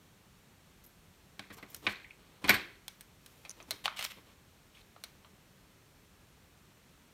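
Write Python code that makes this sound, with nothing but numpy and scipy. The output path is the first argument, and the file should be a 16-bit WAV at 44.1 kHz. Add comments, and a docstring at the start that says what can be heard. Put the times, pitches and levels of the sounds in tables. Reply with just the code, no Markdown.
"""Soldering at a wooden bench

Tools knock, clink, rattle and scrape on the bench in a small, quiet room; tweezers and iron tip
tick on a circuit board, and solder hisses faintly. Contacts are a snap plus damped noise in five bands,
with decaying sines for ringing parts; rubs and solder fizz are slip trains, squeaks are filtered noise,
and steady shaped noise lies beneath."""
import sys
import numpy as np
from scipy import signal
from scipy.fft import rfft, irfft
from scipy.io import wavfile

SR = 44100
rng = np.random.default_rng(int(sys.argv[2]) if len(sys.argv) > 2 else 0)


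def inscribe(sig):
    """Save sig as 16-bit PCM at rate SR to the path in sys.argv[1].

    A 1-D sig is mono; a 2-D sig holds one channel per row.
    Samples are clipped to [-1, 1] before scaling.
    """
    pcm = np.round(np.clip(np.atleast_2d(sig).T, -1, 1) * 32767)
    wavfile.write(sys.argv[1], SR, pcm.astype(np.int16))


N = 314433
HIT_SAMPLES = SR // 100   # event levels refer to 10 ms
TAIL_S = np.arange(int(0.6 * SR)) / SR

# tool knocks: t/s, level/dB, hardness/dB, weight/dB, resonance f/Hz, base t60/s, clink/dB re level
KNOCK_EVENTS = [(1.394, -42, 5, -9.5, 3160, 0.019, -37), (1.503, -51, -2, 0, 1900, 0.065, -26),
                (1.627, -49, -2, -3.5, 2100, 0.044, -19), (1.8667, -28, -12, -15.5, 2540, 0.014, -47),
                (1.87, -28.5, -7, -12.5, 2390, 0.026, -45), (2.442, -36, 4, -2, 2410, 0.05, -31.5),
                (2.4879, -35, 6, -10, 1700, 0.054, -13.5), (2.4934, -19.5, 7.5, -14.5, 1880, 0.024, -9),
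                (2.5037, -21.5, -1.5, -16.5, 2210, .029, -29), (2.5418, -30, 2, -14.5, 1866, 0.044, -8.5)]
# tweezer and tip taps: t/s, level/dB, hardness/dB, resonance f/Hz, base t60/s
TICK_EVENTS = [(1.585, -57.5, -27, 1560, 0.066), (1.7464, -51, 13, 13600, .021),
               (1.7645, -70, 20, 13400, 0.025), (2.4785, -57, 14, 12000, 0.0061),
               (2.881, -45, 7, 3360, 0.017), (3.009, -56.5, 11.5, 8400, 0.032),
               (3.262, -57.5, 8.5, 3260, 0.028), (3.4507, -49, -6, 2420, 0.052),
               (3.6022, -52.5, -15, 2530, 0.043), (3.7083, -34.5, 5, 3940, 0.03),
               (3.713, -43.5, 2, 4400, 0.024), (3.857, -29, -7, 3050, 0.02),
               (3.8796, -35.5, -24, 1420, .008), (3.9919, -37.5, 0, 2880, 0.044),
               (4.0103, -44, -3, 1160, 0.013), (4.026, -41, 3.5, 2970, 0.024),
               (4.0498, -39, 4, 5500, 0.0097), (4.963, -64, -38.5, 1270, 0.023),
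               (5.0384, -45, 5.5, 4070, 0.033), (5.247, -60.5, -23, 3140, 0.052)]
# prongs springing together: t/s, level/dB
PINCH_EVENTS = [(3.4949, -45), (3.5054, -48), (3.512, -50), (3.627, -59)]
# metal catching and squeaking: t/s, level/dB, f/Hz
SQUEAK_EVENTS = [(0.862, -57.5, 12300), (1.701, -57, 14100), (2.043, -50, 2150), (2.105, -49.5, 2420),
                 (4.137, -63, 4100), (4.748, -59.5, 3260), (4.769, -59, 2500), (4.811, -63, 3880)]
# scrapes, drags, solder fizz: t/s, length/s, level/dB, hardness/dB, weight/dB
RUB_EVENTS = [(0.836, 0.017, -79, 27, 0), (0.857, .04, -95, 23, -2), (1.523, 0.024, -63, 15.5, -10),
              (1.565, 0.022, -63, 13.5, 5), (1.679, .095, -68, 14.5, 0.5), (1.82, 0.055, -58.5, 7, 4.5),
              (1.877, 0.052, -54, 8, -10), (2.15, 0.25, -72.5, -4, 0), (2.409, 0.067, -65.5, 9, 9.5),
              (2.443, 0.065, -49, 0, 0.5), (2.481, 0.0085, -32, -10, -13), (2.513, 0.025, -44.5, -10, 4.5),
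              (3.19, 0.33, -73.5, 13, -0.5), (3.556, 0.083, -69, 9.5, 5.5), (3.676, 0.029, -66.5, 10, 7),
              (3.719, 0.024, -75.5, -4.5, 20.5), (3.839, 0.026, -43.5, 5.5, -16),
              (3.961, 0.034, -46, 5, -25), (3.991, 0.075, -46, 5.5, -25), (4.041, 0.0061, -40.5, 13.5, -23),
              (4.099, 0.021, -49, 5, -19), (4.164, 0.028, -63, 0, 4), (4.245, 0.089, -68.5, 1, -2),
              (4.73, 0.086, -66, 4.5, -18)]

# contact bands at hardness 0, weight 0, re middle band: thump/dB, body/dB, edge/dB, air/dB
KNOCK_BANDS_DB = (-1.5, -0.5, -18, -30.5)
TICK_BANDS_DB = (-27.5, -0.5, -6.5, -15)
RUB_BANDS_DB = (-1, -2, -13.5, -20.5)
# edges of thump, body, middle, edge and air bands: f/Hz
BAND_EDGES_HZ = [70, 470, 1300, 4800, 10300, 15300]
# decay per band: ring time re base t60 (ratio), room t60/s, room level/dB
BAND_DAMPING = [(1.78, 0.58, 0.5), (2.83, .42, 0), (1.45, 0.42, -1), (1.026, 0.302, -0.5),
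                (.85, 0.557, -1.5)]

# bench top modes: f/Hz, level/dB, t60/s
BENCH_MODES = [(48.1, -14.5, 0.25), (92, -18, 0.2), (118.4, -12.5, 0.16), (203, 0.5, 0.2),
               (289.4, -1, 0.14), (379, -10.5, 0.23), (734, -14, .2), (810, -14, .16), (1010, -13, .14)]
# dense modes of the board on the bench: f/Hz, level/dB, t60/s
BOARD_MODES = [(1150, -17, 0.54), (1328, -15, 0.32), (1524, 13.5, 0.085), (1834, -9, 0.42),
               (1733, -5.5, 0.32), (2158, -1, 0.255), (2200, -1, 0.44), (2408, 0.5, 0.293),
               (2660, -13.5, 0.58), (2439, -5, 0.25), (3230, 1, 0.459), (3640, -10.5, 0.15),
               (4484, -24.5, 0.26), (4700, -11, 0.232)]
# steel tool modes: f/Hz, level/dB, t60/s
STEEL_MODES = [(7800, -20.5, 0.18), (8620, -12.5, .07), (9000, -6.5, .05), (11500, -14.5, .07),
               (13085, -4, 0.085), (13400, -9.5, .025), (14070, -4, .03), (14475, 1.5, .06),
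               (14930, -8.5, .04)]
# free tweezer arms: f/Hz, level/dB, t60/s
ARM_MODES = [(2170, 1.5, .11), (3790, 4, 0.153), (4620, -8, .14), (5200, -6.5, .05), (8597, -11, 0.14)]
# finger-damped tweezer prongs: f/Hz, level/dB, t60/s
PRONG_MODES = [(6120, -2.5, 0.014), (6550, -6, 0.014), (9600, -9, 0.015), (10800, -10, .011)]

# bench response to heavy blows: f/Hz, gain/dB, Q
BLOW_RESONANCES = [(72, -5, 2.2), (150, -5.5, 4), (385, 0.5, 7), (200.3, -0.5, 8), (282, 1.5, 8),
                   (535, -3.5, 5), (665, 0.5, 6.4), (912, -12.5, 5.8), (1320, -4.5, 8.4), (1610, 2, 4.9),
                   (1980, 2.5, 10.2), (2465, 3, 12), (3050, -3.5, 3.9)]
# tweezers and tip pressed on the board: f/Hz, gain/dB, Q
TIP_RESONANCES = [(420, -3.5, 3), (620, 4.5, 5), (1100, 1.5, 4), (1740, 1, 9.1), (2179, 2.5, 7.2),
                  (3050, 0.5, 7.4), (4200, 1.5, 14.3), (5500, -1.5, 9.2), (7450, -11, 7.4), (8850, -2, 10)]
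# resonances and gaps common to all bench contacts: f/Hz, gain/dB, Q
BENCH_COLOUR = [(536, -0.5, 5.6), (663, -2, 6.8), (1583, 1.5, 14), (2290, 1.5, 11.75), (2730, -3, 8.7),
                (3752, -5, 13.1), (3730, 4, 21.94), (6500, -1.5, 5.2)]
# spectrum of room air and microphone hiss: f/Hz, relative density/(dB per Hz)
AIR_SPECTRUM = [(15, -36), (25, -2.5), (76, -2), (157, -3), (185, -5), (212, -8), (405, -10.5),
                (503, -13.5), (575, -13), (659, -15.5), (1260, -16), (2610, -18.5), (10400, -26.5),
                (14800, -28), (16000, -39.5)]

AIR_DB_PER_HARDNESS_DB, BODY_DB_PER_WEIGHT_DB = 1.4, 0.52
# a hard point moves less wood than a blunt touch
TAP_WEIGHT_DB, TAP_WEIGHT_DB_PER_HARDNESS_DB = -19, -0.9


def knocks(bench_db=1.5, board_db=-15.0, rattle_db=-11.5, room_db=-9.0):
    """Blows set bench, board, steel and loose parts ringing; weight adds boom, softness a hollow peak."""
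    out = np.zeros(N)
    for t_s, db, hardness_db, weight_db, hz, t60_s, clink_db in KNOCK_EVENTS:
        peak_db = 10.0 - 0.8 * hardness_db
        gains = band_gains(db, hardness_db, weight_db, KNOCK_BANDS_DB)
        blow = contact(gains, hz, peak_db, t60_s, room_db, snap=1.0, q=2.16)
        boom = from_db(weight_db + bench_db) * modes(BENCH_MODES, spread_db=2.0)
        ring = from_db(board_db) * modes(BOARD_MODES, spread_db=4.0)
        clink = from_db(clink_db) * modes(STEEL_MODES, spread_db=4.0)
        chatter = from_db(rattle_db) * rattle()
        ringing = boom + ring + clink + chatter
        add(out, t_s, blow + from_db(db) * ringing * np.sqrt(HIT_SAMPLES))
    return out


def rattle(t60_s=0.43, low_hz=1500, high_hz=4300, ring_t60_s=0.0145, contacts_per_s=500):
    """Loose parts chatter: a dying run of small contacts, each ringing at one of 12 pitches; energy 1."""
    pitches_hz = np.geomspace(low_hz, high_hz, 12)
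    pitch_index = rng.integers(0, len(pitches_hz), len(TAIL_S))
    hits = rng.random(len(TAIL_S)) < contacts_per_s / SR
    clicks = rng.standard_normal(len(TAIL_S)) * fade(t60_s) * hits
    out = np.zeros(len(TAIL_S))
    for k, hz in enumerate(pitches_hz):
        ring = fade(ring_t60_s) * np.sin(2 * np.pi * hz * TAIL_S)
        out += signal.fftconvolve(clicks * (pitch_index == k), ring)[:len(TAIL_S)]
    return unit_energy(out)


def ticks(board_db=-22.0, arms_db=-18.0, arms_db_per_hardness_db=0.402, room_db=-12.0):
    """Steel points tap: mostly snap; strong taps resonate more, hard ones ring the arms more."""
    out = np.zeros(N)
    for t_s, db, hardness_db, hz, t60_s in TICK_EVENTS:
        weight_db = TAP_WEIGHT_DB + TAP_WEIGHT_DB_PER_HARDNESS_DB * hardness_db
        gains = band_gains(db, hardness_db, weight_db, TICK_BANDS_DB)
        peak_db = 10.5 + 0.2 * (db + 49.0)
        tap = contact(gains, hz, peak_db, t60_s, room_db, snap=2.06, q=7.4)
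        arms = from_db(arms_db + arms_db_per_hardness_db * hardness_db) * modes(ARM_MODES, spread_db=2.0)
        ring = from_db(board_db) * modes(BOARD_MODES, spread_db=2.0)
        add(out, t_s, tone(tap, TIP_RESONANCES) + from_db(db) * (arms + ring) * np.sqrt(HIT_SAMPLES))
    return out


def pinches(click_db=-10.5, hardness_db=4.5, t60_s=0.017, room_db=-7.0):
    """Prongs meet with a tiny click and a short, high ping of damped modes."""
    out = np.zeros(N)
    for t_s, db in PINCH_EVENTS:
        gains = band_gains(db + click_db, hardness_db, TAP_WEIGHT_DB, TICK_BANDS_DB)
        click = contact(gains, 6100, 29.0, t60_s, room_db, snap=1.8, q=5.0)
        ping = modes(PRONG_MODES, spread_db=1.5)
        add(out, t_s, click + from_db(db) * ping * np.sqrt(HIT_SAMPLES))
    return out


def squeaks(rise_s=0.0025, t60_s=0.028, room_db=-8.0, room_t60_s=0.25, q=4.3):
    """A brief burst of friction drives one narrow resonance."""
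    out = np.zeros(N)
    for t_s, db, hz in SQUEAK_EVENTS:
        attack = 1 - np.exp(-TAIL_S / rise_s)
        friction = unit_energy(rng.standard_normal(len(TAIL_S)) * attack * fade(t60_s))
        friction = friction + from_db(room_db) * unit_energy(room_tail(room_t60_s))
        b, a = signal.iirpeak(hz, q, fs=SR)
        squeak = signal.lfilter(b, a, signal.lfilter(b, a, friction))
        add(out, t_s, from_db(db) * unit_energy(squeak) * np.sqrt(HIT_SAMPLES))
    return out


def rubs(slips_per_s=3200, grain_db=1.5, release_s=0.0029, room_db=-9.5):
    """Sliding metal catches and slips in tiny uneven steps that excite the five bands."""
    out = np.zeros(N)
    for t_s, length_s, db, hardness_db, weight_db in RUB_EVENTS:
        press = np.minimum(TAIL_S / (0.221 * length_s), 1)
        release = np.exp(-np.maximum(TAIL_S - length_s, 0) / release_s)
        sizes = from_db(grain_db * np.minimum(rng.exponential(1, len(TAIL_S)), 4))
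        signs = rng.choice([-1, 1], len(TAIL_S))
        slipping = rng.random(len(TAIL_S)) < slips_per_s / SR
        slips = press * release * sizes * signs * slipping + 1e-12
        slips = resonance(slips, 2890, 11.0, 1.7)
        gains = band_gains(db, hardness_db, weight_db, RUB_BANDS_DB) * np.sqrt(length_s * SR)
        for k, (_, room_t60_s, band_room_db) in enumerate(BAND_DAMPING):
            room = walls(signal.fftconvolve(slips, room_tail(room_t60_s))[:len(TAIL_S)])
            room_gain = from_db(room_db + band_room_db)
            add(out, t_s, gains[k] * (in_band(slips, k) + room_gain * in_band(room, k)))
    return out


def contact(gains, hz, peak_db, t60_s, room_db, snap, q):
    """A sharp impulse, then dense, quickly damped modes as noise, then the room; five bands."""
    out = 0
    # long (soft) contacts start slower, with less snap
    attack = 1 - np.exp(-TAIL_S / (0.029 * t60_s))
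    echo_s = rng.uniform(0.0007, 0.0016)
    for k, (stretch, room_t60_s, band_room_db) in enumerate(BAND_DAMPING):
        drive = unit_energy(rng.standard_normal(len(TAIL_S)) * attack * fade(t60_s * stretch))
        drive[0] += snap * np.exp(-t60_s / 0.054)
        struck = tone(drive, [(hz, peak_db / 2, q)] * 2)
        direct = in_band(bench_echo(struck, echo_s), k)
        reflections = resonance(room_tail(room_t60_s), hz, peak_db * 0.559, q)
        room = in_band(walls(reflections), k)
        out = out + gains[k] * (direct + from_db(room_db + band_room_db) * room)
    return out * np.sqrt(HIT_SAMPLES)


def band_gains(db, hardness_db, weight_db, plain_db):
    """Five gains, low to high: weight moves more wood (lower two), hardness brightens (upper two)."""
    thump_db, body_db, edge_db, air_db = plain_db
    relative_db = np.array([thump_db + weight_db,
                            body_db + BODY_DB_PER_WEIGHT_DB * weight_db,
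                            0,
                            edge_db + hardness_db,
                            air_db + AIR_DB_PER_HARDNESS_DB * hardness_db])
    return from_db(db + relative_db)


def modes(table, spread_db):
    """Decaying sines, struck with new strengths each time; energy 1."""
    strengths = from_db(spread_db * rng.standard_normal(len(table))) * rng.choice([-1, 1], len(table))
    out = np.zeros(len(TAIL_S))
    for strength, (hz, db, t60_s) in zip(strengths, table):
        out += strength * from_db(db) * fade(t60_s) * np.sin(2 * np.pi * hz * TAIL_S)
    return unit_energy(out)


def bench_echo(x, delay_s, share=0.37):
    """The bench top returns a contact a moment later, which scallops its spectrum."""
    lag = round(delay_s * SR)
    return x + share * np.concatenate([np.zeros(lag), x[:-lag]])


def walls(x):
    """The room returns the middle range best."""
    return tone(x, [(2150, 16.0, 1.1), (917, 8.0, 3.2), (5900, 3.5, 1.97)])


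def room_tail(t60_s, build_s=0.0052):
    """Reflections, as noise, thicken within milliseconds and then die away."""
    return rng.standard_normal(len(TAIL_S)) * fade(t60_s) * (1 - np.exp(-TAIL_S / build_s))


def tone(x, rows):
    """A chain of resonances: f/Hz, gain/dB, Q."""
    for hz, gain_db, q in rows:
        x = resonance(x, hz, gain_db, q)
    return x


def resonance(x, hz, gain_db, q):
    """Raise or lower one region around hz."""
    b, a = signal.iirpeak(hz, q, fs=SR)
    return x + (from_db(gain_db) - 1) * signal.lfilter(b, a, x)


def in_band(x, k):
    """Band k of a sound; energy 1."""
    sos = signal.butter(5, BAND_EDGES_HZ[k:k + 2], "band", fs=SR, output="sos")
    return unit_energy(signal.sosfilt(sos, x))


def fade(t60_s):
    """Exponential decay of 60 dB in t60_s."""
    return np.exp(-np.log(1000) * TAIL_S / t60_s) + 1e-12


def from_db(db):
    """Decibels to amplitude ratio."""
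    return 10 ** (np.asarray(db) / 20)


def unit_energy(x):
    """Scale to a sum of squares of 1."""
    return x / np.sqrt(np.sum(x ** 2) + 1e-20)


def add(out, t_s, sound):
    """Mix a sound in at t_s, cut at the end."""
    start = round(t_s * SR)
    out[start:start + len(sound)] += sound[:N - start]


def room_air(level_db=-62):
    """Steady low rumble and soft hiss: noise shaped over log frequency."""
    hz, db = np.transpose(AIR_SPECTRUM)
    bins_hz = np.maximum(np.arange(N // 2 + 1) * SR / N, 1)
    shape = from_db(np.interp(np.log(bins_hz), np.log(hz), db))
    noise = irfft(rfft(rng.standard_normal(N)) * shape, N)
    noise = resonance(noise, 196.2, 3.5, 5.2)
    return from_db(level_db) * unit_energy(noise) * np.sqrt(N)


def scene():
    """All bench contacts share one colour; room air lies beneath; one channel."""
    contacts = tone(knocks(), BLOW_RESONANCES) + ticks() + pinches() + squeaks() + rubs()
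    return (tone(contacts, BENCH_COLOUR) + room_air())[None]


def record(dry):
    """The microphone loses the deepest bass and has two shallow notches; the top is cut."""
    notched = tone(dry, [(10370, -7.5, 17.0), (4870, -6.5, 16.0)])
    high_pass = signal.butter(8, 31, "high", fs=SR, output="sos")
    low_pass = signal.ellip(10, 0.1, 80, 16100, fs=SR, output="sos")
    return signal.sosfilt(low_pass, signal.sosfilt(high_pass, notched))


dry = scene()
out = record(dry)
inscribe(out)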